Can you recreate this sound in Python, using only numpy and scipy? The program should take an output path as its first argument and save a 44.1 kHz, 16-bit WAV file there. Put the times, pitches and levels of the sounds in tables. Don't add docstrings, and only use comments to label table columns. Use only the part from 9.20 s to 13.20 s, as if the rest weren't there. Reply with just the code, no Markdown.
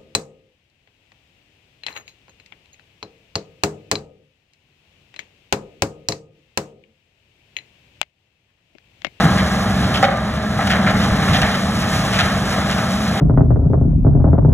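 import sys
import numpy as np
from scipy import signal
from scipy.fft import rfft, irfft
from scipy.io import wavfile
from scipy.ndimage import uniform_filter1d

SR = 44100
rng = np.random.default_rng(int(sys.argv[2]) if len(sys.argv) > 2 else 0)


def master_out(mix):
    frames = np.transpose(np.atleast_2d(mix))
    ceiling = np.clip(frames, -1, 1)
    pcm = np.round(ceiling * 32767).astype(np.int16)
    wavfile.write(sys.argv[1], SR, pcm)


N = 176400
TIME = np.arange(N) / SR

# t/s, f/Hz
GRINDER_PITCH = [(0.0, 207.1), (0.07, 205.0), (0.42, 210.8), (1.78, 210.8), (2.06, 208.2), (2.66, 210.7),
                 (3.8, 210.8)]
LOADER_PITCH = [(0.0, 189.0), (0.93, 189.5), (1.57, 190.5), (1.96, 188.5), (3.13, 190.5), (3.8, 189.5)]
# cycles per turn, level/dB
GRINDER_TONES = [(2, -32.5), (4, -35), (6, -25.5), (12, -44.5), (18, -33), (21, -51), (37.5, -41.5)]
LOADER_TONES = [(3, -8), (5, 0.5), (7.5, -16.5), (8.5, -20.5), (37.5, -20), (43, -16)]
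# t/s, level/dB
LOADER_LEVEL = [(0, -17.5), (.7, -23), (1, -31.5), (1.5, -20.5), (2.2, -24), (3, -23), (4, -26)]
RUMBLE_LEVEL = [(0, -24), (.15, -21.5), (.48, -25.5), (.75, -21), (1, -29), (1.25, -27), (1.5, -23.5),
                (1.9, -21), (2.15, -22), (2.33, -27.5), (2.8, -24), (3.2, -25.5), (3.45, -25.5), (4, -24.5)]
CHIPS_LEVEL = [(0, -16), (.13, -22.5), (.4, -24.5), (.8, -24), (1.05, -27), (1.32, -27.5), (1.42, -24),
               (1.75, -23), (1.95, -22.5), (2.27, -22.5), (2.47, -26), (2.8, -24.5), (3.05, -23.5),
               (3.22, -25.5), (3.38, -23.5), (3.8, -26.5), (4, -24)]
TWIGS_LEVEL = [(0, -30), (.2, -32.5), (.4, -31.5), (.6, -33.5), (.82, -34.5), (.9, -38.5), (1.15, -39.5),
               (1.35, -36.5), (1.5, -31), (1.62, -35.5), (1.78, -33.5), (1.81, -29), (1.88, -32.5),
               (2.15, -29.5), (2.46, -32.5), (2.75, -28), (3.03, -30), (3.25, -32), (3.33, -29),
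               (3.38, -30.5), (4, -32)]
# f/Hz, level/dB
RUMBLE_COLOUR = [(12, -75), (26, -49), (36, -14), (48, -5), (70, 1), (110, 1.5), (160, 1.5), (230, 0),
                 (290, -9), (370, -19.5), (600, -25), (2000, -74.5)]
CHIPS_COLOUR = [(200, -16.5), (380, -6), (520, -3.5), (650, -1), (800, 2), (940, -8), (1060, -2.5),
                (1260, -1.5), (1500, -5.5), (1750, -3.5), (2100, -10.5), (2600, -20.5), (4000, -14.5),
                (12000, -78)]
TWIGS_COLOUR = [(900, -17), (2400, 2), (3400, 1.5), (4600, -1), (6200, -2), (7700, -7), (8200, -5.5),
                (10000, -9), (12500, -15), (14500, -18), (16000, -25)]
CRACK_COLOUR = [(150, -42.5), (380, -30), (550, -1.5), (720, 4.5), (950, -14), (1300, 3), (1900, 1.5),
                (2500, -8.5), (4000, -16.5), (12000, -62)]
SPLINTER_COLOUR = [(700, -16), (1800, -2.5), (3100, 7), (4000, 3), (5200, -3.5), (7500, -15), (9000, -18.5),
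                   (15000, -28)]
SNAP_COLOUR = [(600, -36), (2000, 10.5), (3300, 5), (6000, 2), (10000, -5), (15000, -25)]
CLUNK_COLOUR = [(150, -48), (420, -40), (550, 6.5), (780, 5.5), (940, -25), (1080, -15), (1280, -1.5),
                (1550, -5), (2100, -7), (2600, -25), (8000, -45)]
# f/Hz, level under chips/dB, level under a blow/dB, time to fade 60 dB/s
TUB_NOTES = [(523, -7.5, -11, 0.9), (564, -21, -7.5, 0.67), (626, -9, -9, 0.56), (697, 9, -25, 0.089),
             (778, -11, -8.5, 1), (1229, 2, -17, 0.12), (1290, -12, -13, 0.42), (1613, 3, -24, 0.2),
             (2010, -21, -20, .08)]
# f/Hz, level/dB, time to fade 60 dB/s
WOOD_NOTES = [(630, -15, 0.021), (660, -5, 0.048), (782, -1, 0.054), (1263, -2.5, 0.044), (1540, -9, 0.027),
              (1900, -5, 0.016), (2170, -23, .014)]
# t/s, length/s, crack level/dB, splinter level/dB
CRUNCHES = [(.002, 0.046, -38, -36), (0.17, .035, -26.5, -28), (0.623, 0.031, -40, -30.5),
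            (0.738, 0.023, -24, -22), (0.768, 0.012, -35, -25), (0.827, 0.025, -21, -21),
            (0.962, 0.01, -45, -41), (1.153, 0.029, -57, -37.5), (1.401, 0.024, -23.5, -53),
            (1.465, 0.012, -31, -26), (1.498, 0.029, -19, -23), (1.533, 0.031, -23.5, -42),
            (1.661, 0.04, -17, -31), (1.799, 0.05, -34, -30), (2.017, 0.017, -23, -32),
            (2.079, 0.022, -23.5, -30), (2.131, 0.043, -24, -21.5), (2.217, 0.01, -25.5, -22),
            (2.227, 0.058, -22.5, -51), (2.302, 0.025, -40, -29.5), (2.338, 0.021, -31, -27.5),
            (2.626, 0.015, -25, -47), (2.721, 0.019, -27, -44.5), (2.925, 0.046, -23, -24.5),
            (2.986, 0.025, -20.5, -19), (3.018, 0.094, -30, -39), (3.313, 0.021, -30, -29.5),
            (3.487, 0.044, -29, -29), (3.581, 0.0088, -21.5, -31)]
# t/s, level/dB, f/Hz
THUMPS = [(0.03, -10, 161), (0.089, -20, 123), (1.916, -19, 85), (2.09, -22, 78), (2.105, -14.5, 158),
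          (2.227, -22, 66), (2.749, -24.5, 139)]
# delay/s, level/dB
ECHOES = [(.047, -10), (.083, -9.5), (.128, -21.5)]
# t/s, level/dB
SNAPS = [(0.1821, -21), (0.7409, -29), (0.7723, -25), (0.8257, -14.5), (.972, -28), (1.4128, -34),
         (1.472, -16), (1.4996, -26), (1.5146, -20), (1.6628, -32), (2.1342, -18.5), (2.217, -14),
         (2.3008, -28), (2.3447, -28), (2.9339, -20), (2.9893, -16), (3.512, -14.5)]
# t/s, level/dB
BLOWS = [(.8285, -5), (.8323, -7.5), (.8349, -17), (.8426, -5.5), (.8535, -11), (.8845, -13.5),
         (1.391, -14), (3.384, -17.5)]
# f/Hz, phase/rad
LEFT_LEAD = [(0, 0), (950, 0.48), (2000, 0.09), (2700, 1.89), (3500, 1.5), (4350, 2.5), (4780, 3),
             (5300, 4.5), (9000, 9.5), (13000, 15.5), (16000, 20.5)]
# f/Hz, level/dB
SCATTER_COLOUR = [(100, -29), (220, -33.5), (400, -6.5), (700, -20.5), (980, -4.5), (1400, -34), (2000, -8),
                  (2550, -19), (3200, -4.5), (6000, -39.5), (14000, -67)]


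def from_db(db):
    return 10 ** (np.asarray(db) / 20)


def in_time(rows):
    return np.interp(TIME, *np.transpose(rows))


def gains(spectrum):
    hz, db = np.transpose(spectrum)
    return from_db(np.interp(np.log(np.arange(N + 1) * SR / (2 * N) + 1), np.log(hz), db))


def colour(x, spectrum):
    gain = gains(spectrum)
    cepstrum = irfft(np.log(gain / np.sqrt(np.mean(gain ** 2))))[:N]
    cepstrum[1:] *= 2
    return irfft(rfft(x, 2 * N) * np.exp(rfft(cepstrum, 2 * N)))[:N]


def drift(rate_hz):
    hz = np.arange(N // 2 + 1) * SR / N
    slow = irfft(rfft(rng.standard_normal(N)) / (1 + (hz / rate_hz) ** 2), N)
    return (slow - slow.mean()) / slow.std()


def grains(per_s, spread_db):
    clicks = (rng.random(N) < per_s / SR) * rng.choice([-1, 1], N)
    clicks = clicks * from_db(spread_db * np.minimum(rng.exponential(1, N), 4))
    return clicks / (clicks.std() + 1e-12)


def burst(start, length_s, fade_s, rise_s=0.0035):
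    age = TIME - start
    return np.clip(age / rise_s, 0, 1) * np.exp(-np.clip((age - length_s) / fade_s, 0, 20))


def strikes(rows, fade_s):
    hits = (from_db(db) * (TIME >= s) * np.exp(-np.clip((TIME - s) / fade_s, 0, 20)) for s, db in rows)
    return np.sqrt(sum(hit ** 2 for hit in hits))


def ring(clicks, notes):
    out = 0
    for hz, db, ring_s in notes:
        decay, step = from_db(-60 / (ring_s * SR)), 2 * np.pi * hz / SR
        feedback = [1, -2 * decay * np.cos(step), decay * decay]
        out = out + from_db(db) * signal.lfilter([0, np.sin(step)], feedback, clicks + 1e-18)
    return out


def engine(pitch, tones, cycles_per_turn, waver_db, jitter):
    turns = np.cumsum(in_time(pitch) / cycles_per_turn * (1 + jitter * drift(13))) / SR
    return sum(from_db(db + waver_db * drift(2.7)) * np.sin(2 * np.pi * (cycles * turns + rng.random()))
               for cycles, db in tones)


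def mill(boost_db=2.5):
    rumble = from_db(in_time(RUMBLE_LEVEL) + boost_db) * rng.standard_normal(N)
    thumps = sum(from_db(db) * thump(s, hz) for s, db, hz in THUMPS)
    return colour(rumble, RUMBLE_COLOUR) + thumps


def chips(flutter_db=0.2, ring_db=-17.5):
    hail = grains(per_s=3500, spread_db=1.5) * from_db(flutter_db * drift(25))
    steel = ring(hail, [(hz, db, ring_s) for hz, db, _, ring_s in TUB_NOTES])
    rattle = colour(hail, CHIPS_COLOUR) + from_db(ring_db) * steel / steel.std()
    return from_db(in_time(CHIPS_LEVEL)) * rattle


def twigs(flutter_db=1.06):
    shreds = grains(per_s=10000, spread_db=1.5)
    return colour(shreds * from_db(in_time(TWIGS_LEVEL) + flutter_db * drift(17)), TWIGS_COLOUR)


def bites(per_s=140, fade_s=0.004, spread_db=1):
    count = np.cumsum(per_s * np.exp(.3 * drift(40))) / SR
    strength = from_db(spread_db * rng.standard_normal(N))[count.astype(int)]
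    power = (strength * np.exp(-(count % 1) / per_s / fade_s)) ** 2
    return np.sqrt(.5 + .5 * power / power.mean())


def crunches():
    cracks = sum(from_db(db) * burst(s, length, fade_s=0.019) for s, length, db, _ in CRUNCHES)
    splinters = sum(from_db(db) * burst(s, length, fade_s=0.0082) for s, length, _, db in CRUNCHES)
    cracks *= grains(per_s=4000, spread_db=1.5)
    splinters *= grains(per_s=4000, spread_db=2)
    jagged = bites()
    return colour(jagged * cracks, CRACK_COLOUR) + colour(jagged * splinters, SPLINTER_COLOUR)


def thump(start, hz, width_octaves=0.7):
    edges = hz * 2 ** (np.array([-.5, .5]) * width_octaves)
    band = signal.sosfilt(signal.butter(2, edges, "band", fs=SR, output="sos"), rng.standard_normal(N))
    return burst(start, length_s=0.027, fade_s=0.024) * band / band.std()


def echoes(x, cut_hz=1900):
    dull = signal.sosfilt(signal.butter(2, cut_hz, fs=SR, output="sos"), x)
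    return sum(from_db(db) * np.interp(TIME - s, TIME, dull, left=0) for s, db in ECHOES)


def snaps(gain_db=-3.5):
    return from_db(gain_db) * colour(strikes(SNAPS, fade_s=0.0046) * rng.standard_normal(N), SNAP_COLOUR)


def bang(wood_db=-3, steel_db=-17, clunk_db=-4, boom_db=-21):
    clicks = np.zeros(N)
    for s, db in BLOWS:
        clicks[int(s * SR)] += from_db(db)
    wood = from_db(wood_db) * ring(clicks, WOOD_NOTES)
    steel = from_db(steel_db) * ring(clicks, [(hz, db, ring_s) for hz, _, db, ring_s in TUB_NOTES])
    clunk = from_db(clunk_db) * strikes(BLOWS, fade_s=0.0045)
    boom = from_db(boom_db) * strikes(BLOWS, fade_s=0.13)
    return wood + steel + colour((clunk + boom) * rng.standard_normal(N), CLUNK_COLOUR)


def squeal(peak_s=0.96, half_width_s=0.049, hz=1200, db=-23.5, jitter=.003):
    swell = np.exp(-((TIME - peak_s) / half_width_s) ** 2)
    cycles = np.cumsum(hz * (1 + jitter * drift(30))) / SR
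    return from_db(db) * swell * np.sin(2 * np.pi * cycles)


def thin(x, cut_hz=465):
    return signal.sosfilt(signal.butter(4, cut_hz, "high", fs=SR, output="sos"), x)


def microphones(x, scatter_s=0.057, shimmer_hz=1.7):
    tail = rng.standard_normal(N) * np.exp(-np.minimum(TIME / scatter_s, 20))
    direct = rfft(x, 2 * N)
    scattered = irfft(direct * rfft(tail / np.linalg.norm(tail), 2 * N) * gains(SCATTER_COLOUR))[:N]
    shimmer = rfft(np.real(signal.hilbert(scattered) * np.exp(2j * drift(shimmer_hz))), 2 * N)
    half_lead = np.exp(.5j * np.interp(np.arange(N + 1) * SR / (2 * N), *np.transpose(LEFT_LEAD)))
    return irfft(np.array([(direct + shimmer) * half_lead, (direct - shimmer) / half_lead]))[:, :N]


def gain_control(x, threshold_db=-7, recovery_db_per_s=11.5, window_s=0.0081):
    power = uniform_filter1d(np.mean(x ** 2, axis=0), int(window_s * SR) + 1)
    excess_db = np.maximum(10 * np.log10(np.abs(power) + 1e-12) - threshold_db, 0)
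    recovery_db = recovery_db_per_s * TIME
    return x * from_db(recovery_db - np.maximum.accumulate(excess_db + recovery_db))


def scene():
    grinder = engine(GRINDER_PITCH, GRINDER_TONES, cycles_per_turn=6, waver_db=1.4, jitter=0.0009)
    loader = engine(LOADER_PITCH, LOADER_TONES, cycles_per_turn=5, waver_db=0.2, jitter=0.0013)
    loader *= from_db(in_time(LOADER_LEVEL))
    breaking = thin(crunches() + snaps())
    blows = thin(bang())
    wood = chips() + twigs() + squeal() + breaking + blows
    echo = echoes(breaking + from_db(-6) * blows)
    return microphones(grinder + loader + mill() + wood + echo)


def record(dry):
    held = gain_control(dry)
    rounded = held / (1 + held ** 6) ** (1 / 6)
    return signal.sosfilt(signal.cheby2(16, 60, 16200, fs=SR, output="sos"), rounded)


dry = scene()
out = record(dry)
master_out(out)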